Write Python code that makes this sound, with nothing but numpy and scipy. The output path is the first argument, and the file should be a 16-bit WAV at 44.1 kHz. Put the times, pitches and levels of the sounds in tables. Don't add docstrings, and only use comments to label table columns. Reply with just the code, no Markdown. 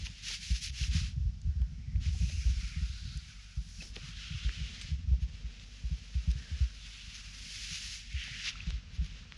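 import sys
import numpy as np
from scipy import signal
from scipy.fft import rfft, irfft
from scipy.io import wavfile

SR = 44100
rng = np.random.default_rng(int(sys.argv[2]) if len(sys.argv) > 2 else 0)


def unload_wav(signal):
    wavfile.write(
        sys.argv[1],
        SR,
        np.round(np.clip(np.atleast_2d(signal).T, -1, 1) * 32767).astype(np.int16),
    )


N = 413216
TIME = np.arange(N) / SR
BINS_HZ = np.fft.rfftfreq(N, 1 / SR)


def gain_of(db):
    return 10 ** (np.asarray(db) / 20)


def unit_rms(x):
    return x / np.sqrt(np.mean(x ** 2) + 1e-20)


def envelope(points):
    return np.interp(TIME, *np.transpose(points))


def coloured(x, eq):
    hz, db = np.transpose(eq)
    curve_db = np.interp(np.log(BINS_HZ + 1), np.log(hz), db)
    return unit_rms(irfft(rfft(x) * gain_of(curve_db), N))


def lowpass(x, hz, order=8):
    return irfft(rfft(x) / (1 + (BINS_HZ / hz) ** order), N)


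def wander(hz):
    return unit_rms(lowpass(rng.standard_normal(N), hz, order=2))


def add(mix, start_s, sound):
    part = mix[max(round(start_s * SR), 0):][:len(sound)]
    part += sound[:len(part)]


def resonate(x, hz, width_hz):
    carrier = np.exp(2j * np.pi * np.cumsum(hz) / SR)
    pole = np.exp(-np.pi * width_hz / SR)
    ring = signal.lfilter([1], [1, -2 * pole, pole * pole], x / carrier)
    return unit_rms((carrier * ring).real)


def bloom(t, peak_s, power):
    return (t / peak_s * np.exp(1 - t / peak_s)) ** power


def fade(progress):
    return np.sin(np.pi / 2 * np.clip(progress, 0, 1))


def friction(slips_per_s, spread_db, grain, chatter_db):
    sizes = gain_of(spread_db * np.minimum(rng.exponential(1, N), 5))
    slips = sizes * rng.choice([-1, 1], N) * (rng.random(N) < slips_per_s / SR)
    texture = rng.standard_normal(N) + grain * unit_rms(slips)
    return unit_rms(texture * gain_of(chatter_db * wander(140)))


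# start_s, end_s, fade_in_s, fade_out_s, level_db, ramp_db, sheen_db, scuff_db
STROKES = [ (-0.02, 0.276, .02, 0.04, -54, 0.5, -2, -22),
           (0.217, 0.413, 0.066, 0.12, -41.5, 1.5, -0.5, -23.5),
           (0.382, 0.624, 0.07, 0.038, -48, -4, 0.5, -27), (0.603, 0.714, 0.059, 0.1, -42.5, -10.5, 3, -36),
           (0.707, 0.91, 0.14, 0.08, -44.5, -1.5, 0, -20.5),
           (0.886, 1.154, 0.074, 0.2, -44.5, -5.5, -1.5, -18), (1.05, 2.03, .05, .03, -69.5, -1, -1.5, -12),
           (1.995, 2.15, .05, 0.11, -50.5, -2, -3, -19), (2.043, 2.56, 0.26, 0.15, -54, -4, 2, -18.5),
           (2.404, 3.705, 0.19, 0.21, -57, -12, -0.5, -18.5), (3.434, 3.938, 0.4, 0.085, -60, 8, 3, -14.5),
           (3.89, 4.157, 0.079, 0.11, -52.5, 11, -2.5, -14),
           (4.082, 4.985, 0.21, .15, -49.5, -3, -4, -20.5), (4.897, 5.656, 0.083, .06, -61, 5.5, -5, -15),
           (5.576, 6.776, 0.054, 0.19, -56.5, 5.5, -2.5, -15.5),
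           (6.67, 7.49, 0.15, .15, -55.5, 2.5, -0.5, -14.5), (7.238, 8.045, 0.71, 0.1, -44, -5.5, 0.5, -23),
           (7.954, 8.522, .04, 0.045, -50.5, 15, -3.5, -28), (8.417, 8.521, 0.079, 0.055, -36, 2, -11, -22),
           (8.496, 8.844, .03, .16, -51.5, -1, -8, -15.5), (8.7, 9.45, 0.13, .05, -61.5, 2.5, -7, -10),
           (8.877, 9.28, 0.071, 0.18, -56.5, 9, -6.5, -18)]


def strokes(ease=1.19):
    power, sheen, scuff = np.full((3, N), 1e-9)
    for start, end, fade_in, fade_out, level_db, ramp_db, sheen_db, scuff_db in STROKES:
        t = np.arange(max(start, 0), end, 1 / SR)
        progress = (t - start) / (end - start)
        shape = (fade((t - start) / fade_in) * fade((end - t) / fade_out)) ** ease
        stroke = shape * gain_of(level_db + ramp_db * (progress - .5))
        add(power, start, stroke ** 2)
        add(sheen, start, (stroke * gain_of(sheen_db)) ** 2)
        add(scuff, start, (stroke * gain_of(scuff_db)) ** 2)
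    return 10 * np.log10([power, sheen / power, scuff / power])


# freq_hz, gain_db
RUB_EQ = [(300, -29), (900, -25), (1250, -13), (1600, -7), (2050, -3.5), (2650, 1), (3700, 0), (5200, 3.5),
          (6400, 0), (7400, -7.5), (8400, -19), (9800, -20.5), (11500, -41), (14200, -53.5)]


def rubbing(fizz_follow=2.14):
    level_db, sheen_db, scuff_db = strokes()
    hiss = coloured(friction(slips_per_s=2300, spread_db=-2.5, grain=0.26, chatter_db=0.28), RUB_EQ)
    low, dull, soft = lowpass(hiss, 1520), lowpass(hiss, 3955), lowpass(hiss, 9720, order=14)
    scuff = unit_rms(low) * gain_of(scuff_db)
    body = unit_rms(dull - low) * gain_of(-2.04)
    sheen = unit_rms(soft - dull) * gain_of(sheen_db - 2.1)
    fizz = unit_rms(hiss - soft) * gain_of(fizz_follow * sheen_db - 18.5)
    return (scuff + body + sheen + fizz) * gain_of(level_db + 1.09 * wander(17))


# centre_s, level_db, half_width_s
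DRAGS = [(0.061, -44, 0.011), (0.305, -42, 0.035), (0.564, -43, 0.014), (0.67, -44, 0.027),
         (0.817, -45.5, 0.028), (2.292, -52, 0.019), (3.822, -45.5, 0.006), (3.962, -45.5, .0043),
         (5.228, -58, 0.015), (6.311, -49.5, 0.0061), (7.161, -47.5, .016), (7.75, -43.5, 0.037),
         (8.25, -50.5, 0.052), (8.473, -43.5, 0.027), (8.955, -56.5, .015), (9.058, -55.5, 0.019)]


def drags():
    swell = sum(gain_of(level_db) * np.exp(-.5 * ((TIME - centre) / half_width) ** 2)
                for centre, level_db, half_width in DRAGS)
    rasp = friction(slips_per_s=1500, spread_db=2.5, grain=1.0, chatter_db=2.2)
    eq = [(900, -31), (1400, -4.5), (2500, 7), (5200, 6), (6500, 5), (8300, -32), (9800, -5.5),
          (11500, -26), (14200, -36)]
    return swell * coloured(rasp, eq)


# start_s, end_s, from_hz, to_hz, width_hz, level_db
AIR_POCKETS = [ (1.45, 1.783, 1490, 1550, 800, -73), (1.7, 2.052, 2110, 2070, 630, -69.5),
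               (2.003, 2.8, 6100, 5060, 1600, -57.5), (2.147, 2.514, 2580, 2370, 630, -55.5),
               (2.513, 2.87, 2330, 2270, 630, -56.5), (2.333, 3.2, 1460, 1430, 296, -64.5),
               (3.1, 3.62, 1430, 1430, 300, -67.5), (2.564, 2.866, 1670, 2000, 1100, -61.5),
               (2.8, 3.284, 3900, 4300, 1610, -55.5), (3.098, 3.592, 2400, 2480, 626, -65),
               (3.676, 3.93, 5900, 5150, 1600, -58.5), (3.967, 4.732, 1370, 1440, 300, -62.5),
               (4.09, 4.736, 3040, 2990, 850, -53), (4.093, 4.94, 3360, 3440, 1570, -58),
               (4.685, 4.93, 1900, 2300, 1100, -59), (6.277, 6.786, 1640, 1530, 420, -63),
               (6.72, 7.154, 3430, 3120, 1600, -55.5), (6.747, 7.546, 2920, 2460, 630, -61.5),
               (8.077, 8.555, 2460, 1590, 1020, -49.5), (8.137, 8.327, 2830, 2710, 800, -46.5),
               (8.33, 8.553, 2580, 2750, 800, -48)]


def air_pockets(waver=0.052, flicker_db=1.5, arch_power=0.51):
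    out, noise = np.zeros(N), rng.standard_normal(N)
    drift = 1 + waver * wander(13)
    rasp = (lowpass(noise, 9500) - lowpass(noise, 1350)) * gain_of(flicker_db * wander(12))
    for start, end, from_hz, to_hz, width_hz, level_db in AIR_POCKETS:
        span = slice(round(start * SR), round(end * SR))
        progress = np.linspace(0, 1, len(rasp[span]))
        hz = (from_hz + (to_hz - from_hz) * progress) * drift[span]
        arch = abs(np.sin(np.pi * progress)) ** arch_power
        add(out, start, gain_of(level_db) * arch * resonate(rasp[span], hz, width_hz))
    return out


# start_s, level_db (before the filters), pitch_hz, width_s
SNAPS = [(.0682, -28.5, 2780, 0.00075), (0.838, -31, 2660, 0.0019), (1.6193, -47, 1790, 0.00045),
         (1.959, -43.5, 2260, 0.00067), (3.805, -41.5, 2590, 0.0071), (3.9649, -27, 2800, 0.00037),
         (4.493, -30.5, 1780, 0.00082), (4.8135, -32, 3430, 0.00087), (5.598, -36, 3560, 0.00031),
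         (6.315, -37, 3800, 0.00021), (8.555, -41, 1350, 0.0025), (8.6048, -32, 2620, 0.0015),
         (8.706, -24, 3420, 0.00013), (9.3225, -27, 2410, 0.00021)]


def leather_snaps():
    out, t = np.zeros(N), np.arange(SR // 40) / SR
    for start, level_db, hz, width_s in SNAPS:
        add(out, start, gain_of(level_db) * bloom(t, width_s / 2, 1) * np.sin(2 * np.pi * hz * t))
    return lowpass(out - lowpass(out, 950, order=4), 8000)


# start_s, level_db (before the filters), decay_s, low_cut_hz
CRACKLES = [(1.4165, -48, .0015, 4500), (1.6177, -48.5, 0.001, 1000), (3.174, -35, 0.0023, 7000),
            (4.813, -42, 0.011, 1000), (5.5975, -55, .002, 3000), (6.3151, -32.5, 0.00069, 2000),
            (8.129, -40, .0012, 6000), (8.7, -49, 0.0035, 1000)]


def crackles():
    out, t = np.zeros(N), np.arange(SR // 20) / SR
    eq = [(400, -41), (1000, -16), (2500, -1), (5200, -3), (7500, -10), (9500, -17.5), (11500, -21)]
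    slips = coloured(rng.standard_normal(N), eq)
    for start, level_db, decay_s, low_cut_hz in CRACKLES:
        burst = gain_of(level_db) * np.exp(-t / decay_s) * slips[round(start * SR):][:len(t)]
        low_cut = signal.butter(2, low_cut_hz, "high", fs=SR)
        add(out, start, signal.lfilter(*low_cut, burst))
    return lowpass(out, 10800, order=14)


# start_s, peak_db, centre_hz
PATS = [(.064, -58, 844), (.301, -55.5, 634), (1.616, -63, 620), (2.146, -59, 634), (2.208, -61, 580),
        (2.293, -56, 454), (2.471, -58.5, 420), (3.821, -52, 323), (3.851, -57, 268), (3.962, -56, 956),
        (3.964, -45, 246), (4.489, -53, 316), (5.133, -53.5, 392), (8.275, -59.5, 784), (8.313, -67, 283),
        (8.69, -54, 524)]


def pats(peak_s=0.0031, spread_hz=230):
    out, t = np.zeros(N), np.arange(SR // 20) / SR
    flutter = np.cumsum(wander(299.6)) * spread_hz / SR
    for start, peak_db, hz in PATS:
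        cycles = hz * t + flutter[round(start * SR):][:len(t)]
        add(out, start, gain_of(peak_db) * bloom(t, peak_s, 0.35) * np.sin(2 * np.pi * cycles))
    return out


# start_s, level_db, nominal_hz, knock_db
THUMPS = [(0.014, -29.5, 57.3, -49), (0.503, -20.5, 60, -36), (0.695, -34, 61.7, -44),
          (0.805, -25, 60, -34), (0.88, -23.5, 65, -41), (0.948, -23, 86, -30.5), (1.01, -26, 65, -33),
          (1.121, -32, 67.4, -52), (1.162, -29, 85, -29), (1.2, -24, 69.3, -39), (1.25, -21, 60, -34.5),
          (1.444, -27, 59, -41), (1.471, -23, 78.4, -38), (1.555, -26, 73, -41), (1.601, -21, 64.2, -33.5),
          (1.943, -24, 71, -46), (1.968, -25.5, 74, -38), (2.059, -22, 74.3, -36.5),
          (2.088, -23.5, 66, -39), (2.196, -24.5, 60.3, -37), (2.225, -23.5, 65.7, -37),
          (2.372, -26, 65.6, -48), (2.452, -19.5, 59.3, -54), (2.495, -24.5, 62, -39),
          (2.56, -25.5, 56.5, -47), (2.628, -29, 57.4, -41), (2.759, -28, 75.4, -36),
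          (2.813, -23.5, 62.4, -37), (2.893, -35.5, 66.3, -43.5), (3.072, -42, 81, -39),
          (3.149, -32.5, 66, -39), (3.567, -27.5, 61.4, -37), (4.031, -57, 98, -40),
          (4.303, -34.5, 62.4, -38), (4.344, -34, 84, -36), (4.447, -23, 59.5, -37),
          (4.602, -29.5, 63.6, -38.5), (4.913, -25, 68, -36), (5.073, -23.5, 67, -46),
          (5.112, -18.5, 65.6, -34.5), (5.217, -24.5, 64.7, -41.5), (5.436, -33, 61.4, -46),
          (5.836, -28, 60.4, -42.5), (5.91, -26.5, 63, -35), (6.15, -22.5, 65, -39),
          (6.274, -20, 63.2, -32), (6.346, -32, 71, -36), (6.513, -28, 73.5, -48), (6.605, -19, 66.4, -39),
          (7.71, -44, 88, -42), (8.137, -27, 68.7, -50), (8.306, -55, 90, -42), (8.667, -27.5, 55, -34.5),
          (8.725, -27, 60.4, -44), (8.981, -24.5, 61.7, -54), (9.012, -31, 51.8, -34.5)]


def thumps(settled_ratio=0.872, glide_depth=0.87, glide_s=0.0097, damp_s=0.064):
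    out, t = np.zeros(N), np.arange(SR // 6) / SR
    sag = settled_ratio * t + glide_depth * glide_s * (1 - np.exp(-t / glide_s))
    swing = bloom(t, 0.023, 1.3) * np.exp(-(t / damp_s) ** 2)
    for start, level_db, nominal_hz, knock_db in THUMPS:
        phase, knock_phase, detune = rng.random(3)
        thud = gain_of(level_db) * swing * np.sin(2 * np.pi * (nominal_hz * sag + phase))
        knock_hz = 145 * (0.825 + 0.29 * detune)
        knock = bloom(t, 0.0099, 1.35) * np.sin(2 * np.pi * (knock_hz * t + knock_phase))
        add(out, start, thud + gain_of(knock_db) * knock)
    return out


# time_s, unrest_db
ARM_UNREST = [(0.0, -43.5), (0.17, -57), (0.65, -49.5), (1.05, -40.5), (1.35, -46.5), (1.55, -48.5),
              (2.2, -39), (2.45, -47.5), (3.1, -49.5), (3.45, -60), (4.0, -48.5), (4.35, -51.5),
              (5.08, -43.5), (5.6, -61), (6.35, -51.5), (6.9, -57.5), (8.3, -55), (9.0, -48), (9.37, -55.5)]
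# freq_hz, gain_db
RUMBLE_EQ = [(20, -19.5), (40, 0), (60, 1), (85, 2), (125, -7.5), (160, -3), (200, -10.5), (250, -17.5),
             (320, -45), (600, -45), (1500, -86)]


def arm_rumble(lumps_db=4.0, usual_db=-52, deep_follow=1.35, light_follow=0.62, split_hz=150):
    excess_db = envelope(ARM_UNREST) - usual_db
    rustle = coloured(rng.standard_normal(N) * gain_of(lumps_db * wander(33)), RUMBLE_EQ)
    lows = lowpass(rustle, split_hz)
    deep = lows * gain_of(deep_follow * excess_db)
    light = (rustle - lows) * gain_of(light_follow * excess_db)
    return gain_of(usual_db) * (deep + light)


# time_s, level_db
BRUSH_LEVEL = [(0, -66), (.7, -98), (1.4, -79), (2.2, -71), (2.9, -87), (3.72, -96), (3.85, -67.5),
               (4.25, -74), (4.8, -62.5), (5.0, -75), (5.3, -66), (6.0, -68), (6.5, -63), (7.05, -77.5),
               (7.45, -67.5), (8.08, -81), (8.35, -70.5), (9.37, -66.5)]


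def limb_brushing():
    rush = friction(slips_per_s=510, spread_db=-0.5, grain=1.0, chatter_db=-3.0)
    eq = [(120, 7.5), (240, 16), (330, -0.5), (450, 5.5), (700, -2.5), (1000, -6), (1600, -36)]
    return gain_of(envelope(BRUSH_LEVEL)) * coloured(rush, eq)


# freq_hz, gain_db
ROOM_EQ = [(20, -24), (30, 1), (48, 7.5), (70, 1), (110, -33), (170, -22), (250, -19.5), (330, -43),
           (450, -39.5), (700, -31), (1100, -36), (2500, -42.5), (5500, -26), (8300, -47), (10000, -70),
           (11000, -71)]
# pitch_hz, level_db
HUM_TONES = [(49, -52), (100, -63), (447, -90.5)]


def room_tone(air_db=-56.0, waver_rad=0.23):
    hum = sum(gain_of(level_db) * unit_rms(np.sin(2 * np.pi * hz * TIME + waver_rad * wander(1.3)))
              for hz, level_db in HUM_TONES)
    return hum + gain_of(air_db) * coloured(rng.standard_normal(N), ROOM_EQ)


def scene():
    glove = rubbing() + drags() + air_pockets() + leather_snaps() + crackles() + pats()
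    return (glove + limb_brushing() + thumps() + arm_rumble() + room_tone())[None]


def record(dry):
    high_cut = signal.firwin(511, cutoff=14600, window=("kaiser", 9), fs=SR)
    return signal.oaconvolve(dry, high_cut[None], "same")


dry = scene()
out = record(dry)
unload_wav(out)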